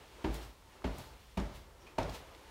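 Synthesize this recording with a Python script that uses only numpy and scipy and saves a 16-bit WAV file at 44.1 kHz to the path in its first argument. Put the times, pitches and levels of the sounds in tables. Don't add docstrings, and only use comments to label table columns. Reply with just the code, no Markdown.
import sys
import numpy as np
from scipy import signal
from scipy.io import wavfile
from scipy.ndimage import uniform_filter1d

SR = 44100
rng = np.random.default_rng(int(sys.argv[2]) if len(sys.argv) > 2 else 0)


def waveform_to_disk(signal):
    frames = np.transpose(np.atleast_2d(signal))
    scaled = np.clip(frames, -1, 1) * 32767
    samples = np.round(scaled).astype(np.int16)
    wavfile.write(sys.argv[1], SR, samples)


N = 110250
TIME = np.arange(N) / SR
EDGES = 28 * 2 ** (np.arange(29) / 3)
CENTRES = np.sqrt(EDGES[1:] * EDGES[:-1])
ATTACK_S = 0.0025


def heels():
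    # start in seconds, knock in dB, treble tilt in dB per octave, pitch of the board underfoot
    # in Hz, its emphasis in dB, its ring in dB, boom in dB, boom t60 in seconds, clack gain in dB.
    steps = [(0.241, -37.5, -0.5, 318.6, 7, -26.5, -29.5, 0.55, -40.5),
             (0.841, -40, 0.46, 270, 2.5, -43, -23.5, 0.22, -74),
             (1.371, -39, 0.36, 189.5, 3.5, -29, -29.5, .44, -42),
             (1.981, -34, 0.0, 596.6, 5.5, -40, -32, 0.43, -29.5)]
    # pitch in Hz, level in dB, t60 in seconds.
    floor_modes = [(89.6, -45, 0.6), (132.4, -50.5, 0.99), (185.5, -39, 0.31), (248.5, -43.5, 0.21),
                   (269.6, -44, 0.54), (314, -47.5, 0.33), (324.3, -42, 0.2), (387.2, -36.5, 0.23),
                   (586.5, -50, 0.65), (652.5, -46.5, 0.38), (749, -68, 0.71), (884, -50.5, 0.43),
                   (903, -58.5, 0.42)]
    # pitch in Hz, level in dB, t60 in seconds.
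    shove_modes = [(41.8, -35, 0.31), (72, -36.5, 0.065)]
    floor_build_s, board_build_s, board_t60, scatter_db = 0.0072, 0.018, 0.19, 1.5
    boom_hz, boom_build_s, boom_lag_s, clack_lag_s = 54, 0.018, 0.008, 0.0037
    out, t = np.zeros(N), TIME[:SR]
    for start, knock_db, tilt_db, board_hz, emphasis_db, ring_db, boom_db, boom_t60, clack_db in steps:
        modes = [(hz, db + scatter_db * rng.standard_normal(), t60) for hz, db, t60 in floor_modes]
        floor = ring(modes + shove_modes, t) * np.minimum(t / floor_build_s, 1)
        board = ring([(board_hz, ring_db, board_t60)], t) * np.minimum(t / board_build_s, 1)
        boom = ring([(boom_hz, boom_db, boom_t60)], t) * (1 - np.exp(-t / boom_build_s))
        add(out, start, from_db(knock_db) * knock(t, board_hz, emphasis_db, tilt_db))
        add(out, start + clack_lag_s, from_db(clack_db) * clack(t))
        add(out, start, floor + board)
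        add(out, start + boom_lag_s, boom)
    return out


def knock(t, board_hz, emphasis_db, tilt_db):
    # frequency in Hz, relative density in dB.
    spectrum = [(30, -21), (42, -10), (80, -9.5), (130, -3.5), (260, -2), (450, -3.5), (650, -1.5),
                (950, -4.5), (1400, -8), (2600, -10.5), (5000, -22), (8000, -33.5), (15000, -43)]
    # frequency in Hz, level against the first contact in dB.
    tail_levels = [(60, 16), (300, 1.5), (900, -0.5), (2500, -9.5), (8000, -3)]
    # frequency in Hz, t60 in seconds.
    room_t60 = [(50, 1), (150, 0.46), (400, 0.65), (900, .62), (2500, 1), (10000, 1)]
    build_cycles, board_width_oct, tilt_pivot_hz = 0.56, 0.26, 500
    hz = CENTRES[:, None]
    rise = np.minimum(t / (ATTACK_S + build_cycles / hz), 1)
    tail = from_db(at_hz(tail_levels, hz)) * fade(t, at_hz(room_t60, hz))
    envelope = rise * np.hypot(fade(t, t60=0.18), tail)
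    emphasis = emphasis_db * np.exp(-0.5 * (np.log2(CENTRES / board_hz) / board_width_oct) ** 2)
    tilt = tilt_db * np.maximum(np.log2(CENTRES / tilt_pivot_hz), 0)
    return burst(at_hz(spectrum, CENTRES) + emphasis + tilt, envelope)


def clack(t):
    # pitch in Hz, relative level in dB, t60 in seconds.
    heel_modes = [(598, -7.5, 0.065), (908, -1.5, 0.041), (1057, -7.5, 0.015), (1686, -15, 0.006),
                  (2450, -11.5, 0.021), (4060, -20, 0.014)]
    # delay in seconds, gain in dB.
    arrivals = [(0, 6), (.0085, -7.5), (.0205, -18), (.037, -11)]
    out = np.zeros(N)
    for delay, db in arrivals:
        add(out, delay, from_db(db) * ring(heel_modes, t))
    return out


def sole_pats():
    # start in seconds, level in dB.
    pats = [(0.337, -48), (0.446, -56.5), (0.982, -45.5), (1.554, -51.5), (2.089, -46.5)]
    # frequency in Hz, relative density in dB.
    spectrum = [(35, -22), (70, 4), (130, 11.5), (400, -10.5), (700, -2), (1500, -33), (5000, -27)]
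    out, t = np.zeros(N), TIME[:SR // 3]
    envelope = np.minimum(t / ATTACK_S, 1) * fade(t, t60=0.23)
    for start, db in pats:
        add(out, start, from_db(db) * burst(at_hz(spectrum, CENTRES), envelope))
    return out


def ticks():
    # start in seconds, level in dB, brightness in Hz.
    events = [(.246, -37.5, 2150), (0.3435, -45.5, 10000), (0.623, -59, 1200), (0.82, -49, 1090),
              (.843, -42.5, 2580), (0.984, -48, 9000), (1.135, -51, 2200), (1.374, -53.5, 10100),
              (1.379, -47, 4000), (1.399, -48, 5000), (1.986, -42, 5400), (2.03, -43, 4500),
              (2.096, -44, 4000), (2.149, -55, 5540), (2.349, -52, 2710)]
    width_oct = 0.54
    out, t = np.zeros(N), TIME[:SR // 3]
    tail = from_db(-20) * fade(t, t60=0.55)
    envelope = np.hypot(fade(t, t60=0.018), tail)
    for start, db, hz in events:
        band_db = -10 * np.log10(1 + (np.log2(CENTRES / hz) / width_oct) ** 4)
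        rolloff_db = -10 * np.log10(1 + (CENTRES / hz) ** 2)
        add(out, start, from_db(db) * burst(band_db + rolloff_db, envelope))
    return out


def sole_scuffs():
    # peak time in seconds, level in dB, rise and fall in seconds.
    scuffs = [(0.35, -48, 0.024, 0.035), (0.431, -56, 0.02, 0.083), (.998, -53, 0.062, 0.099),
              (1.556, -55, 0.024, 0.04), (2.15, -47.5, 0.024, 0.038)]
    # frequency in Hz, relative density in dB.
    spectrum = [(200, -8), (500, -4), (900, 1), (1600, -5), (3000, -5), (4200, -4.5), (5200, -9.5),
                (9000, -15), (15000, -17.5)]
    friction = sum(from_db(db) * swell(peak, rise, fall) for peak, db, rise, fall in scuffs)
    return friction * coloured(spectrum, noise_bands(N))


def shoe_squeaks():
    # peak time in seconds, level in dB, pitch in Hz, fall in seconds.
    squeaks = [(1.812, -67.5, 5640, 0.041), (1.869, -57, 2420, 0.028)]
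    out = np.zeros(N)
    for peak, db, hz, fall in squeaks:
        tone = resonate(rng.standard_normal(N), hz, width_hz=300)
        out += from_db(db) * swell(peak, rise_s=0.005, fall_s=fall) * tone / tone.std()
    return out


def clothes():
    # time in seconds, rustle level in dB, swish level in dB.
    movement = [(0, -55.5, -65), (.1, -64.5, -64.5), (.21, -56, -63.5), (.42, -61, -60), (.57, -79, -85),
                (.66, -70, -71), (.75, -61, -66.5), (1.1, -62.5, -80), (1.2, -69.5, -66.5),
                (1.33, -71.5, -67.5), (1.72, -66, -77.5), (1.87, -60.5, -67), (1.961, -62, -71),
                (2.3, -58.5, -66.5), (2.5, -60.5, -64.5)]
    # frequency in Hz, relative density in dB.
    rustle_spectrum = [(120, -33), (250, -5.5), (380, 2.5), (650, -5), (1100, -4.5), (1600, -13),
                       (3500, -27), (15000, -55)]
    swish_spectrum = [(500, -31), (1500, 2), (3000, 6), (4300, 1), (5200, -2), (9000, -6.5), (15000, -14)]
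    times, rustle_db, swish_db = np.transpose(movement)
    bands = noise_bands(N)
    rustle = from_db(np.interp(TIME, times, rustle_db)) * coloured(rustle_spectrum, bands)
    swish = from_db(np.interp(TIME, times, swish_db)) * coloured(swish_spectrum, bands)
    return rustle + swish


def room_tone():
    # frequency in Hz, relative density in dB.
    spectrum = [(15, 7), (25, -8.5), (59, -2), (152, -16), (233, -16.5), (281, -26.5), (389, -28),
                (433, -16), (684, -23), (1140, -21), (1530, -31.5), (4500, -31.5), (15500, -40.5)]
    return from_db(-60.5) * coloured(spectrum, noise_bands(N))


def standing_waves(x):
    # frequency in Hz, width in Hz, gain in dB.
    room_modes = [(58.3, 5.5, -4), (344, 53, -16), (895, 38, -1)]
    return x + sum(from_db(db) * resonate(x, hz, width) for hz, width, db in room_modes)


def from_db(db):
    return 10 ** (np.asarray(db) / 20)


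def at_hz(points, hz):
    freqs, values = np.transpose(points)
    return np.interp(np.log(hz), np.log(freqs), values)


def fade(t, t60):
    return np.exp(-np.log(1000) * t / t60)


def swell(peak_s, rise_s, fall_s):
    return np.exp(-np.maximum((peak_s - TIME) / rise_s, (TIME - peak_s) / fall_s))


def add(out, start_s, sound):
    i = int(start_s * SR)
    out[i:i + len(sound)] += sound[:N - i]


def ring(modes, t):
    return sum((-1) ** k * from_db(db) * np.sin(2 * np.pi * hz * t) * fade(t, t60)
               for k, (hz, db, t60) in enumerate(modes))


def resonate(x, hz, width_hz):
    return signal.lfilter(*signal.iirpeak(hz, hz / width_hz, fs=SR), x)


def noise_bands(size):
    white = rng.standard_normal((2, size + SR // 4))
    filters = [signal.butter(2, pair, "band", fs=SR, output="sos") for pair in zip(EDGES, EDGES[1:])]
    bands = np.array([signal.sosfilt(sos, white[k % 2])[-size:] for k, sos in enumerate(filters)])
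    return bands / bands.std(axis=1, keepdims=True)


def band_gains(density_db):
    gains = from_db(density_db) * np.sqrt(CENTRES)
    return gains / np.linalg.norm(gains)


def coloured(spectrum, bands):
    return band_gains(at_hz(spectrum, CENTRES)) @ bands


def burst(density_db, envelope):
    even_cycles, even_share = 32, 0.23
    bands = noise_bands(envelope.shape[-1])
    windows = [int(even_cycles * SR / hz) + SR // 200 for hz in CENTRES]
    power = np.array([uniform_filter1d(band ** 2, size) for band, size in zip(bands, windows)])
    bands = bands * envelope / np.sqrt(power + 1e-9) ** even_share
    trim = np.sqrt(np.sum(envelope ** 2, axis=-1) / np.sum(bands ** 2, axis=-1))
    return (band_gains(density_db) * trim) @ bands


def scene():
    strikes = heels()
    quiet = sole_pats() + ticks() + sole_scuffs() + shoe_squeaks() + room_tone() + clothes()
    return (strikes + standing_waves(quiet))[None]


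def record(dry):
    low_cut_hz, high_cut_hz = 25, 15750
    thinned = signal.sosfilt(signal.butter(4, low_cut_hz, "high", fs=SR, output="sos"), dry)
    return signal.sosfilt(signal.ellip(12, 0.1, 80, high_cut_hz, fs=SR, output="sos"), thinned)


dry = scene()
out = record(dry)
waveform_to_disk(out)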